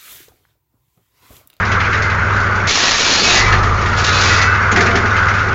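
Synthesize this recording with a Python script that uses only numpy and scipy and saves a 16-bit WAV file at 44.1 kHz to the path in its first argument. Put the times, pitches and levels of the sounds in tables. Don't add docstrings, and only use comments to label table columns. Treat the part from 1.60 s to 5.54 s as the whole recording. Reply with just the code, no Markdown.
import sys
import numpy as np
from scipy import signal
from scipy.fft import rfft, irfft, next_fast_len
from scipy.io import wavfile
from scipy.ndimage import uniform_filter1d, map_coordinates

SR = 44100
rng = np.random.default_rng(int(sys.argv[2]) if len(sys.argv) > 2 else 0)


def transcribe(signal):
    frames = np.atleast_2d(signal).T
    limited = np.clip(frames, -1, 1)
    pcm = np.round(limited * 32767).astype(np.int16)
    wavfile.write(sys.argv[1], SR, pcm)


def to_linear_factor(level_db):
    exponent = np.asarray(level_db, float) / 20
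    return 10 ** exponent


N = 173754

# time_s, cycle_rate_hz
ENGINE_SPEED = [(0, 20.05), (1.08, 20.05), (1.4, 18.6), (1.8, 16.1), (1.93, 16.6), (2.14, 17.75),
                (2.36, 18.75), (2.55, 19.1), (2.98, 19.7), (3.5, 20.03), (3.94, 20.05)]
# cycle_multiple, free_level_db, load_gain_db_per_hz_lost
ENGINE_ORDERS = [(1, -44, -18), (2, -38.5, 5.5), (3, -31.5, 2), (4, -24, 0.5), (5, -19.5, 0), (6, -35.5, 4),
                 (7, -41, 4.5), (8, -48, 4.5), (9, -43.5, -1), (11, -41.5, 0.5)]
# freq_hz, density_db
ROAR_SPECTRUM = [(4, -13), (25, -8.5), (60, -8), (150, -7), (200, -7.5), (305, -15), (385, -9),
                 (669, -12.5), (1000, -15.5), (1400, -37), (2200, -120)]
# freq_hz, density_db
WHIR_SPECTRUM = [(470, -60.5), (800, -24), (889, -12.5), (1570, -2), (1960, -14.5), (2110, -11.5),
                 (3100, -26.5), (6950, -73), (7950, -41.5), (10300, -85.5), (17500, -120)]
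# time_s, speed_share_of_free, whir_gain_db
BLADE_SPEED = [(0, 0.93, 0.5), (.5, 0.97, -1), (1.08, 0.95, -0.5), (1.8, .8, 2.5), (2.0, 0.83, -1.5),
               (2.2, .83, -4), (2.4, 0.92, -0.5), (2.62, 0.95, -2), (2.75, .93, 0), (3.0, 0.98, 1),
               (3.3, 0.95, 0.5), (3.94, 0.95, -1)]
# freq_hz, width_hz, lift_ratio
HOOD_MODES = [(1208, 68, 0.79), (1452, 90, .5), (1630, 77, 0.36), (2070, 120, 0.77)]
# start_s, peak_db, snap_over_clack_db
KNOCKS = [(0.05, -18.5, -7.5), (0.117, -10.5, -15), (0.201, -11.5, -18), (0.248, -20.5, -14),
          (0.329, -12, -15), (0.375, -22.5, -10), (0.421, -19, -3), (0.4987, -15.5, -14), (0.659, -31, -13),
          (0.7626, -22.5, -4), (0.801, -24, -3), (0.9525, -22, -4), (1.86, -7.5, -15), (1.924, -7, -14.5),
          (2.03, -18.5, -4.5), (2.2124, -18.5, -6.5), (2.2584, -19.5, -7), (2.814, -10.5, -1),
          (2.945, -15, -31), (3.1148, -13, -6.5), (3.16, -7, -9.5), (3.206, -11, -4), (3.2586, -11.5, -11),
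          (3.3094, -19, -14.5), (3.3544, -9.5, -7.5), (3.455, -16.5, -13.5), (3.565, -11, -12.5),
          (3.684, -11.5, -14.5), (3.738, -20.5, -6.5), (3.781, -16.5, -21)]
# freq_hz, density_db
CLACK_SPECTRUM = [(1000, -13), (1800, 11), (2600, 0.5), (4000, -9), (6500, -15.5), (8000, -40.5)]
# start_s, level_db, t60_s
DROPS = [
    (1.58, -5.5, 0.88),
    (1.929, -17.5, 0.12),
    (1.99, -22, 0.36),
    (3.118, -14.5, 0.26),
    (3.167, -13.5, 0.36),
    (3.251, -24, 0.58),
    (3.341, -19, 0.32),
    (3.43, -23, 0.42),
    (3.868, -21.5, 0.36),
]
# freq_hz, width_hz, level_db
THUD_MODES = [(190, 40, 0), (232, 45, 0), (385, 90, 1), (470, 70, -2), (690, 90, -5), (900, 150, -8)]
# start_s, pitch_hz, level_db, length_s
SINGING = [(0.429, 2070, -23, 0.082), (1.078, 2200, -9, 0.032), (1.189, 1935, -2.5, 0.1),
           (1.26, 1822, -5.5, 0.087), (1.586, 4540, -6.5, 0.031), (1.601, 2562, -9.5, 0.065),
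           (1.7, 3850, -11, 0.033), (1.688, 2740, -12, .05), (1.762, 1700, -14.5, .04),
           (1.745, 1983, -9, 0.058), (1.789, 2008, -18, 0.098), (1.8, 2070, -11.5, .04),
           (1.851, 2305, -20, 0.025), (1.92, 1545, -22.5, 0.036), (1.92, 1194, -23.5, 0.061),
           (2.327, 1692, -26.5, .26), (2.438, 6270, -35, .046), (2.44, 4230, -24.5, .035),
           (2.44, 3580, -25, 0.044), (2.482, 1260, -19.5, 0.13), (2.494, 2540, -25.5, .3),
           (2.504, 3970, -28.5, 0.074), (2.557, 4140, -25, 0.041), (2.57, 2805, -30, 0.046),
           (2.598, 2320, -28, .15), (2.63, 4540, -34.5, 0.061), (2.697, 1970, -18, 0.18),
           (2.68, 1880, -26, 0.13), (2.698, 1420, -16.5, 0.052), (2.726, 1358, -21.5, .15),
           (2.728, 2620, -29, 0.23), (2.746, 2240, -26.5, 0.14), (2.764, 2110, -27, .1),
           (2.813, 6010, -30.5, .03), (2.87, 1480, -23, .12), (3.555, 2090, -24, .033)]
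# time_s, force_db
DEEP_CUT = [
    (1.068, -44),
    (1.073, -15),
    (1.11, 5.5),
    (1.45, 4.5),
    (1.6, 4.5),
    (1.765, -1.5),
    (1.815, -13.5),
    (1.842, -18.5),
    (1.97, -40.5),
]
# time_s, force_db
LIGHT_CUT = [
    (2.2, -43.5),
    (2.36, -35),
    (2.385, -22),
    (2.435, -31.5),
    (2.445, -9),
    (2.5, -21),
    (2.69, -16.5),
    (2.8, -24),
    (2.9, -43),
]
# freq_hz, density_db
TEARING_SPECTRUM = [(4, -6), (100, -10.5), (200, -9), (825, -8), (1310, -5), (1900, -6.5), (4290, -6),
                    (6710, -9.5), (7950, -17.5), (10300, -47.5)]
# freq_hz, level_db, t60_s
BLADE_MODES = [(1180, -12, .12), (1696, -6, .3), (1825, -6, .3), (1916, -9, .2), (2245, -8, .25),
               (2342, -9, .3), (2546, -4, .3), (2790, -7, .2), (3521, -8, .3), (3860, -8.5, .25),
               (4230, -6, .25), (4545, -7, .25), (4883, -9, .3), (5590, -9, .3)]
# time_s, gain_db
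CAMERA_GAIN = [
    (1.072, 0),
    (1.11, -19.5),
    (1.6, -17.5),
    (1.765, -10),
    (1.815, -4),
    (1.93, 1),
    (2.43, 1),
    (2.455, -6),
    (2.5, 0.5),
    (3.94, 0),
]
# start_s, pitch_hz, level_db, t60_s
STRUCK_NOTES = [(3.116, 6730, -13.5, 0.06), (3.12, 6200, -19, .06), (3.113, 474, -16.5, .2),
                (3.127, 216, -16, 0.36), (3.165, 198, -20.5, .4), (3.168, 397.4, -18, 0.21),
                (3.17, 472, -19, .3), (3.185, 694, -18, .4), (3.22, 364, -20.5, .4),
                (3.269, 235, -16.5, 0.21), (3.28, 465, -20.5, .5), (3.29, 683.5, -22.5, 0.61),
                (3.335, 377, -21, .3), (3.361, 240.5, -20, 0.46)]

BURST_S = np.arange(SR // 2) / SR


def unit(x):
    return x / np.sqrt(np.mean(x ** 2) + 1e-20)


def curve(rows, axis=1):
    cols = np.transpose(rows)
    return np.interp(np.arange(N) / SR, cols[0], cols[axis])


def wobble(rate_hz):
    knots = rng.standard_normal(int(N * rate_hz / SR) + 4)
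    return map_coordinates(knots, [np.arange(N) * rate_hz / SR])


def filtered(x, response):
    m = next_fast_len(N + SR)
    return irfft(rfft(x, m) * response(np.fft.rfftfreq(m, 1 / SR)), m)[:N]


def peak(f, hz, width_hz):
    return 1j * f * width_hz / (hz * hz - f * f + 1j * f * width_hz)


def rush(spectrum, patchy_db):
    z = signal.stft(rng.standard_normal(N), nperseg=512)[2]
    patches = uniform_filter1d(rng.standard_normal(z.shape), 5, 0)
    patches = uniform_filter1d(patches, 7, 1)
    x = signal.istft(z * to_linear_factor(patchy_db * unit(patches)), nperseg=512)[1][:N]
    f, db = np.transpose(spectrum)
    return unit(filtered(x, lambda hz: to_linear_factor(np.interp(np.log(hz + 1), np.log(f + 1), db, -120, -120))))


def strike(track, start_s, burst):
    start = round(start_s * SR)
    track[..., start:start + len(BURST_S)] += burst


def decay(level_db, t60_s, rise_s):
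    return to_linear_factor(level_db - 60 * BURST_S / t60_s) * (1 - np.exp(-BURST_S / rise_s))


def engine():
    free_hz, governor_lag_s, uneven_db = 20.05, 0.053, 1.15
    delay_rad = 1.05
    speed_hz = curve(ENGINE_SPEED)
    turn = 2 * np.pi * np.cumsum(speed_hz) / SR
    lost_hz = free_hz - curve(np.add(ENGINE_SPEED, (governor_lag_s, 0)))

    def pipe(hz):
        return 1 + 1.7 * np.abs(peak(hz, 92, 18))

    tones = np.zeros(N)
    for order, db, load_db in ENGINE_ORDERS:
        level = to_linear_factor(db + 1.0 + load_db * lost_hz + uneven_db * wobble(16))
        level = level * pipe(order * speed_hz) / pipe(order * free_hz)
        tones += level * np.sin(order * turn - delay_rad * order ** 2)
    pulse = 1 + 0.08 * np.cos(turn)
    return tones + to_linear_factor(-24.5 + 0.17 * lost_hz) * pulse * rush(ROAR_SPECTRUM, patchy_db=0.5)


def whir():
    whir_db, whir_sway_db, rattle_db, rattle_sway_db = -16, 0.6, -29.5, 2.5
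    place = np.cumsum(curve(BLADE_SPEED))
    air = map_coordinates(rush(WHIR_SPECTRUM, patchy_db=1.0), [np.clip(place, 0, N - 1)])

    def hood(f):
        return 1 + sum(lift * np.abs(peak(f, hz, width_hz)) for hz, width_hz, lift in HOOD_MODES)

    air = unit(filtered(air, hood))
    air_db = whir_db + curve(BLADE_SPEED, axis=2) + whir_sway_db * wobble(5.8)
    rattle = to_linear_factor(rattle_sway_db * (wobble(30) + wobble(90))) * rush(CLACK_SPECTRUM, patchy_db=4.5)
    return to_linear_factor(air_db) * air + to_linear_factor(rattle_db) * unit(rattle)


def knocks():
    clack, snap, thud = np.zeros((3, N + SR))
    for start_s, db, snap_db in KNOCKS:
        blow = decay(db - 5, t60_s=0.23, rise_s=0.0005)
        strike(clack, start_s, blow)
        strike(snap, start_s, to_linear_factor(snap_db) * blow)
    for start_s, db, t60_s in DROPS:
        strike(thud, start_s, decay(db, t60_s, rise_s=0.0051))

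    def trough(f):
        return sum((-1) ** k * to_linear_factor(db) * peak(f, hz, width_hz)
                   for k, (hz, width_hz, db) in enumerate(THUD_MODES))

    steel = clack[:N] * rush(CLACK_SPECTRUM, patchy_db=2.5)
    bright = snap[:N] * rush(TEARING_SPECTRUM, patchy_db=1.5)
    return steel + bright + thud[:N] * unit(filtered(rng.standard_normal(N), trough))


def singing():
    rise_s, t60_s = 0.0079, 0.2
    song = np.zeros(N + SR)
    flutter_db, blur_rad = 1.8 * wobble(45), 0.4 * wobble(65)
    for start_s, hz, db, length_s in SINGING:
        skip = rng.integers(N - len(BURST_S))
        piece = slice(skip, skip + len(BURST_S))
        fall_db = 60 * np.maximum(BURST_S - length_s, 0) / t60_s
        swell = np.clip(BURST_S / rise_s, 0, 1) * to_linear_factor(db + flutter_db[piece] - fall_db)
        strike(song, start_s, swell * np.sin(2 * np.pi * hz * BURST_S + blur_rad[piece]))
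    return song[:N]


def rung(drive, hz, t60_s):
    width_hz = np.log(1000) / np.pi / t60_s
    shaken = filtered(drive * rng.standard_normal(N), lambda f: peak(f, hz, width_hz))
    return np.sqrt(SR / np.pi / width_hz) * shaken


def cutting():
    deep, light = to_linear_factor(curve(DEEP_CUT)), to_linear_factor(curve(LIGHT_CUT))
    spurts = to_linear_factor(0.3 * wobble(14) + 0.9 * wobble(45) + 2 * wobble(400))
    tear = (deep + light) * unit(spurts * rush(TEARING_SPECTRUM, patchy_db=0.93))
    shake = to_linear_factor(-11.5) * deep + to_linear_factor(-7.5) * light
    ring = np.zeros(N)
    for hz, db, t60_s in BLADE_MODES:
        flutter = unit(to_linear_factor(2.5 * wobble(8.92)))
        ring += rung(shake * to_linear_factor(db) * flutter, hz, t60_s)
    return tear + ring


def struck():
    notes = np.zeros(N + SR)
    for start_s, hz, db, t60_s in STRUCK_NOTES:
        strike(notes, start_s, decay(db, t60_s, rise_s=0.004) * np.sin(2 * np.pi * hz * BURST_S))
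    return notes[:N]


def scene():
    return (engine() + whir() + knocks() + singing() + cutting() + struck())[None]


def top_cut(x):
    return signal.sosfilt(signal.butter(12, 8100, fs=SR, output="sos"), x)


def record(dry):
    clip_top, dc_offset, top_hz, top_order = 0.65, 0.005, 7366, 17.7
    x = dry[0] * to_linear_factor(curve(CAMERA_GAIN)) + dc_offset
    x = x / (1 + np.abs(x / clip_top) ** 8) ** (1 / 8)
    x = filtered(x, lambda f: (f < 8150) / (1 + (f / top_hz) ** (2 * top_order)))
    return top_cut(x[None])


dry = scene()
out = record(dry)
transcribe(out)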